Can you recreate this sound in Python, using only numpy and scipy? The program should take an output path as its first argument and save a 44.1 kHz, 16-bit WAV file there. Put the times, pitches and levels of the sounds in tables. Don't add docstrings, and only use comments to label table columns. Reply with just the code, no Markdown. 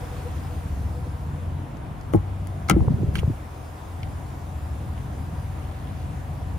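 import sys
import numpy as np
from scipy import signal
from scipy.fft import rfft, irfft, next_fast_len
from scipy.io import wavfile
from scipy.ndimage import uniform_filter1d, map_coordinates

SR = 44100
rng = np.random.default_rng(int(sys.argv[2]) if len(sys.argv) > 2 else 0)


def master(y):
    cut = np.clip(np.atleast_2d(y).T, -1, 1)
    pcm = np.round(cut * 32767)
    wavfile.write(sys.argv[1], SR, pcm.astype(np.int16))


N = 290178

# frequency_hz, relative_density_db
RUMBLE_SPECTRUM = [(12, -57), (20, -34), (32, -12.5), (53, -7.5), (76, 2), (94, -3.5), (113, -8), (146, -1),
                   (182, -14), (260, -17), (340, -26), (570, -120)]
TRAFFIC_SPECTRUM = [(110, -58), (180, -8.5), (278, -5.5), (307, -2.5), (335, -9), (424, -11), (492, -11.5),
                    (571, -10.5), (751, -7.5), (850, -11.5), (974, -10), (1120, -14), (3500, -31.5),
                    (4550, -40.5), (7700, -120)]
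HISS_SPECTRUM = [(1470, -5.5), (2500, -6.5), (3040, -10), (3310, -6.5), (4310, -9), (4990, -7),
                 (5520, -8.5), (7020, -7), (8200, -6.5), (9660, -6.5), (12200, -16), (14800, -9),
                 (16000, -27)]
GUST_SPECTRUM = [(15, -52), (30, -7), (60, 5), (110, -2.5), (190, -1), (350, -12.5), (700, -25),
                 (1200, -63), (2000, -120)]
# frequency_hz, correlation
LOT_COHERENCE = [(60, 0.95), (130, 0.88), (290, 0.8), (640, 0.27), (1400, 0.038), (3100, 0.39),
                 (5000, 0.53), (7000, -0.045), (8500, -0.73), (9700, 0.45), (11000, 1), (12300, 1),
                 (13500, 0.35), (16000, 0.33)]
# frequency_hz, left_over_right_db
LOT_BALANCE = [(60, 0), (110, 3), (200, 0.5), (380, 2.5), (700, 2.5), (1290, 0), (2380, -1.5), (4400, 4),
               (8120, 2), (15000, -1)]
# time_s, traffic_db, hiss_db
ROAD_LEVELS = [(0, -39.5, -51.5), (.9, -42.5, -54.5), (1.8, -42, -60.5), (2.5, -42.5, -58),
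               (3.3, -42.5, -56), (4.4, -42.5, -55.5), (5.6, -41.5, -55.5), (6.58, -42, -56.5)]
# time_s, level_db
BASS_LEVELS = [(0, -33), (.9, -31.5), (1.9, -32.5), (2.2, -32.5), (2.5, -34), (3.2, -31), (3.4, -39.5),
               (3.9, -39.5), (4.05, -32), (4.5, -35.5), (4.85, -31.5), (5.3, -32.5), (6.2, -34),
               (6.58, -31.5)]
# multiple_of_firing_rate, level_db
ENGINE_ORDERS = [(1, -7), (2, -0.5), (2.5, -10.5), (3, -9.5), (4, -17.5)]
# pitch_hz, level_over_bass_db, waver_db
DRONE_TONES = [(59.5, -8, 2), (70.96, -4, 3.5), (192.6, -20.5, 4.5)]
# time_s, low_whine_db, high_whine_db
WHINE_LEVELS = [(0, -55, -58), (1.4, -60.5, -66), (3.3, -73, -66), (3.9, -80, -59.5), (6.58, -73, -56.5)]
# frequency_hz, t60_s
REVERB_DECAY = [(150, 0.059), (1000, 0.15), (8000, 0.04)]
# start_s, level_db, pitch_hz, left_over_right_db
AIR_PUFFS = [(2.787, -13, 76, 3), (2.806, -26, 890, 3), (2.809, -9, 69.5, 2), (2.848, -26, 394, 4),
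             (2.876, -9, 110, -0.5), (2.880, -19.5, 440, 2), (2.882, -27, 930, 14), (2.906, -8, 138, 0),
             (2.938, -10.5, 115, -1), (3.021, -15, 89, 0), (3.031, -18.5, 330, 0), (3.041, -13.5, 119, 0),
             (3.085, -13, 98, 1.5), (3.186, -15.5, 69.5, -1), (3.217, -20, 100, 2), (3.231, -23, 440, 8),
             (3.232, -28.5, 900, 4), (3.240, -11.5, 91, 1), (3.277, -10, 128, 3), (3.299, -18, 254, 2),
             (3.304, -12.5, 107, 1)]
# frequency_hz, left_lead_rad
PORT_PHASE = [(0, -2), (1210, 1.57), (1810, 0.4), (3010, 1), (3360, 1.5), (3700, 2.5), (4220, 1.7),
              (5860, 0.5), (7920, 2.5), (11900, -1.6), (12600, 6), (15000, -3), (15900, -1), (16400, 13)]
# frequency_hz, left_over_right_db
PORT_BALANCE = [(60, -1), (110, 2.5), (200, -1), (380, 3), (700, 0.5), (1290, 17), (2380, -2), (4400, 4),
                (8120, 2), (15000, 2)]
# start_s, length_s, level_db, centre_hz
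RUB_EVENTS = [(0, 0.74, -59.5, 2200), (2.125, 0.044, -51.5, 9000), (2.682, 0.042, -39.5, 5000),
              (3.14, 0.07, -49, 7140), (3.149, 0.054, -45.5, 2720), (5.551, 0.64, -62.5, 2820)]
# pitch_hz, level_db, base_t60_s
STEEL_MODES = [(820, -3, .045), (1100, -8, .03), (1315, -6, .035), (1600, -7, .03), (2035, -5, .035),
               (2200, 0, .035), (2420, -8, .025), (2780, -8, .035), (3050, -9, .03), (3215, -13, .035),
               (3410, -16, .035), (4740, -18, .03), (5280, -12, .03), (5700, -15, .03), (6470, -13, .03),
               (9550, -12, .02), (10900, -14, .02), (13000, -15, .015), (14800, -17, .015)]
# start_s, level_db, left_over_right_db, brightest_hz, fall_db_per_octave
METAL_CONTACTS = [(1.770, -43, -5, 5500, 11), (2.012, -40, 0, 5960, 9), (2.1355, -30, -5, 1300, 4.5),
                  (2.4712, -35.5, 1, 9100, 3), (2.6878, -24, 0, 1600, 10), (2.6975, -7.5, 3, 6500, 6),
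                  (2.6978, -5.5, -2, 1650, 9.5), (2.7008, -18, 2, 850, 6), (2.7095, -18, 7, 2400, 4.5),
                  (3.1546, -16, -7, 2280, 7), (3.161, -24, 4, 2600, 17), (3.1885, -15, -5, 2850, 37),
                  (3.194, -17, 1, 3030, 37), (4.0312, -23.5, -3, 3360, 16.5), (4.978, -33, -2, 3220, 20),
                  (5.873, -34, -3, 3100, 20)]
# pitch_hz, level_db, base_t60_s
SKIN_MODES = [(58, -2, .16), (100, -4, .12), (146, -1, .11), (178, -2, .14), (255, -8, .09), (320, 0, .09),
              (395, -8, .07), (435, -5, .08), (572, -8, .07), (676, -10, .07), (827, -10, .07),
              (996, -12, .06), (1226, -17, .05)]
# start_s, level_db, most_excited_hz
SKIN_BLOWS = [(2.1366, -14, 654), (2.14, -9.5, 400), (2.1465, -7, 300), (2.152, -11, 55),
              (2.7027, -10.5, 560), (2.71, -13, 150), (2.731, -8, 85.4), (2.764, -10.5, 164)]

HALF_EACH_WAY = np.array([[0.5], [-0.5]])


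def amp(db):
    return 10 ** (np.asarray(db) / 20)


def unit_rms(x):
    return x / np.sqrt(np.mean(x ** 2) + 1e-20)


def at_frequency(points, hz):
    knots_hz, values = np.transpose(points)
    return np.interp(np.log(hz + 1), np.log(knots_hz + 1), values)


def envelopes(rows):
    times_s, *columns = np.transpose(rows)
    return [np.interp(np.arange(N) / SR, times_s, column) for column in columns]


def wobble(rate_hz):
    knots = rng.standard_normal(int(N * rate_hz / SR) + 4)
    return map_coordinates(knots, [np.arange(N) * rate_hz / SR])


def filtered(x, response):
    size = next_fast_len(x.shape[-1] + 8192)
    return irfft(rfft(x, size) * response(np.fft.rfftfreq(size, 1 / SR)), size)[..., :x.shape[-1]]


def add(out, start_s, sound, pan_db):
    out[:, round(start_s * SR):][:, :sound.shape[-1]] += sound * amp(pan_db * HALF_EACH_WAY)


def stereo_noise(spectrum, coherence, patchy_db):
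    cells = signal.stft(rng.standard_normal((2, N)), nperseg=512)[2]
    patches = uniform_filter1d(rng.standard_normal(cells.shape[1:]), 6, axis=0)
    patches = uniform_filter1d(patches, 14, axis=1)
    pair = signal.istft(cells * amp(patchy_db * unit_rms(patches)), nperseg=512)[1][:, :N]

    def response(hz):
        angle = np.arccos(np.clip(at_frequency(coherence, hz), -1, 1)) / 2
        return amp(at_frequency(spectrum, hz)) * [np.cos(angle), np.sin(angle)]

    mid, side = filtered(pair, response)
    return unit_rms(np.array([mid + side, mid - side]))


def tone(hz, waver_db, rate_hz):
    level = amp(waver_db * wobble(rate_hz)) * np.sqrt(2)
    phase = 2 * np.pi * np.cumsum(hz * np.ones(N)) / SR
    return level * np.sin(phase + 1.16 * wobble(rate_hz))


def far_road():
    traffic_db, hiss_db = envelopes(ROAD_LEVELS)
    tyres = amp(traffic_db) * stereo_noise(TRAFFIC_SPECTRUM, LOT_COHERENCE, patchy_db=0.98)
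    return tyres + amp(hiss_db) * stereo_noise(HISS_SPECTRUM, LOT_COHERENCE, patchy_db=1.43)


def whines():
    low_db, high_db = envelopes(WHINE_LEVELS)
    low = amp(low_db) * tone(490, waver_db=7.5, rate_hz=30)
    return low + amp(high_db) * tone(748, waver_db=3.5, rate_hz=25)


def idling_engine(idle_hz=43.28, rev_rise_hz=5):
    rev, = envelopes([(1.9, 0), (2.1, 1), (3.4, 0)])
    firing_hz = idle_hz + rev_rise_hz * rev
    orders = sum(amp(db) * tone(k * firing_hz, waver_db=3.5, rate_hz=4) for k, db in ENGINE_ORDERS)
    return amp(-3 + 2.5 * rev) * orders


def car_lot():
    bass_db, = envelopes(BASS_LEVELS)
    engines = idling_engine()
    engines += sum(amp(db) * tone(hz, waver_db, rate_hz=3) for hz, db, waver_db in DRONE_TONES)
    whining = whines()
    rumble = amp(-1.5) * stereo_noise(RUMBLE_SPECTRUM, LOT_COHERENCE, patchy_db=1.5)
    background = amp(bass_db) * (rumble + engines) + whining + far_road()
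    return filtered(background, lambda hz: amp(at_frequency(LOT_BALANCE, hz) * HALF_EACH_WAY))


def reverberation(x):
    hz, t, cells = signal.stft(rng.standard_normal((2, SR // 3)), SR, nperseg=256)
    decay = amp(-60 * t / at_frequency(REVERB_DECAY, hz)[:, None])
    tail = signal.istft(cells * decay, SR, nperseg=256)[1]
    return signal.fftconvolve(x, tail / np.linalg.norm(tail[0]), axes=1)[:, :N]


def air_puffs():
    out, t = np.zeros((2, N + SR)), np.arange(SR // 8) / SR
    for start_s, db, hz, pan_db in AIR_PUFFS:
        cycles = 1.27 * (hz / 100) ** 0.33
        age = 3 * t * hz / cycles
        phase_rad = 0.78 * rng.standard_normal() * HALF_EACH_WAY
        puff = age * np.exp(1 - age) * np.sin(2 * np.pi * hz * t + phase_rad)
        add(out, start_s, amp(db) * puff, pan_db)
    return out[:, :N]


def gust(start_s=2.68, rise_s=0.052, stop_s=3.27, fall_s=0.1, burst_t60_s=0.91):
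    gate, = envelopes([(start_s, 0), (start_s + rise_s, 1), (stop_s, 1), (stop_s + fall_s, 0)])
    age_s = np.arange(N) / SR - start_s
    burst, draught = amp(-15 - 60 * np.abs(age_s) / burst_t60_s), amp(-32)
    lumps = amp(3.9 * np.array([wobble(25), wobble(24.86)]))
    buffeting = stereo_noise(GUST_SPECTRUM, coherence=[(30, 0.5), (600, 0.6)], patchy_db=2.5)
    return gate * (burst + draught) * unit_rms(lumps * buffeting)


def at_ports(x):
    gain = lambda hz: amp(HALF_EACH_WAY * at_frequency(PORT_BALANCE, hz))
    phase_rad = lambda hz: HALF_EACH_WAY * at_frequency(PORT_PHASE, hz)
    return filtered(x, lambda hz: gain(hz) * np.exp(1j * phase_rad(hz)))


def rubbing():
    out, grain_samples = np.zeros((2, N + SR)), 40
    for start_s, length_s, db, centre_hz in RUB_EVENTS:
        n = int(length_s * SR)
        grains = amp(4.4 * rng.standard_normal(n // grain_samples + 1)).repeat(grain_samples)[:n]
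        grit = grains * rng.standard_normal(n)
        band = filtered(grit, lambda hz: amp(-9 * np.log2((hz + 1) / centre_hz) ** 2))
        progress = np.linspace(0, 1, n)
        swell = np.sqrt(np.clip(6 * progress * (1 - progress), 0, 1))
        add(out, start_s, amp(db) * unit_rms(band) * swell, pan_db=-4)
    return out[:, :N]


def ring(modes, excitation_db, t60_scale, t, scatter_db, spread_rad, neighbour_ratio):
    hz, db, t60_s = np.transpose(modes)[:, :, None]
    onset_db = db + excitation_db(hz) + scatter_db * rng.standard_normal(hz.shape)
    level = amp(onset_db - 60 * t / (t60_scale * t60_s))
    level *= neighbour_ratio ** np.arange(len(hz))[:, None]
    phase_rad = spread_rad * rng.standard_normal(hz.shape)
    return np.array([np.sum(level * np.sin(2 * np.pi * hz * t + side * phase_rad), 0) for side in (1, -1)])


def metal_clicks(crack_t60_s=0.015, attack_s=0.00011):
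    out, t = np.zeros((2, N + SR)), np.arange(SR // 4) / SR
    for start_s, db, pan_db, brightest_hz, fall_db in METAL_CONTACTS:
        excitation_db = lambda hz: -fall_db * np.abs(np.log2(hz / brightest_hz))
        burst = amp(-60 * t / crack_t60_s) * rng.standard_normal(len(t))
        crack = filtered(burst, lambda hz: amp(excitation_db(hz + 1)))
        t60_scale = 0.5 * (3000 / brightest_hz) ** 0.8
        steel = ring(STEEL_MODES, excitation_db, t60_scale, t,
                     scatter_db=5, spread_rad=0.57, neighbour_ratio=-0.91)
        attack = 1 - np.exp(-t / attack_s)
        add(out, start_s, amp(db) * (steel + crack) * attack, pan_db)
    return out[:, :N]


def door_thuds():
    out, t = np.zeros((2, N + SR)), np.arange(SR // 4) / SR
    for start_s, db, most_excited_hz in SKIN_BLOWS:
        excitation_db = lambda hz: -3 * np.log2(hz / most_excited_hz) ** 2
        t60_scale = 0.6 * (300 / most_excited_hz) ** 0.34
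        skin = ring(SKIN_MODES, excitation_db, t60_scale, t,
                    scatter_db=7, spread_rad=0.21, neighbour_ratio=0.95)
        attack = 1 - np.exp(-2.25 * most_excited_hz * t)
        add(out, start_s, amp(db) * skin * attack, pan_db=0.5)
    return out[:, :N]


def scene():
    door = at_ports(door_thuds() + metal_clicks() + rubbing())
    return door + amp(-12.5) * reverberation(door) + air_puffs() + gust() + car_lot()


def record(dry, bass_corner_hz=32, ceiling=0.95, band_limit_hz=15850):
    high_passed = filtered(dry, lambda hz: (1j * hz / (bass_corner_hz + 1j * hz)) ** 2)
    rounded = high_passed / (1 + np.abs(high_passed / ceiling) ** 5) ** (1 / 5)
    return filtered(rounded, lambda hz: hz < band_limit_hz)


dry = scene()
out = record(dry)
master(out)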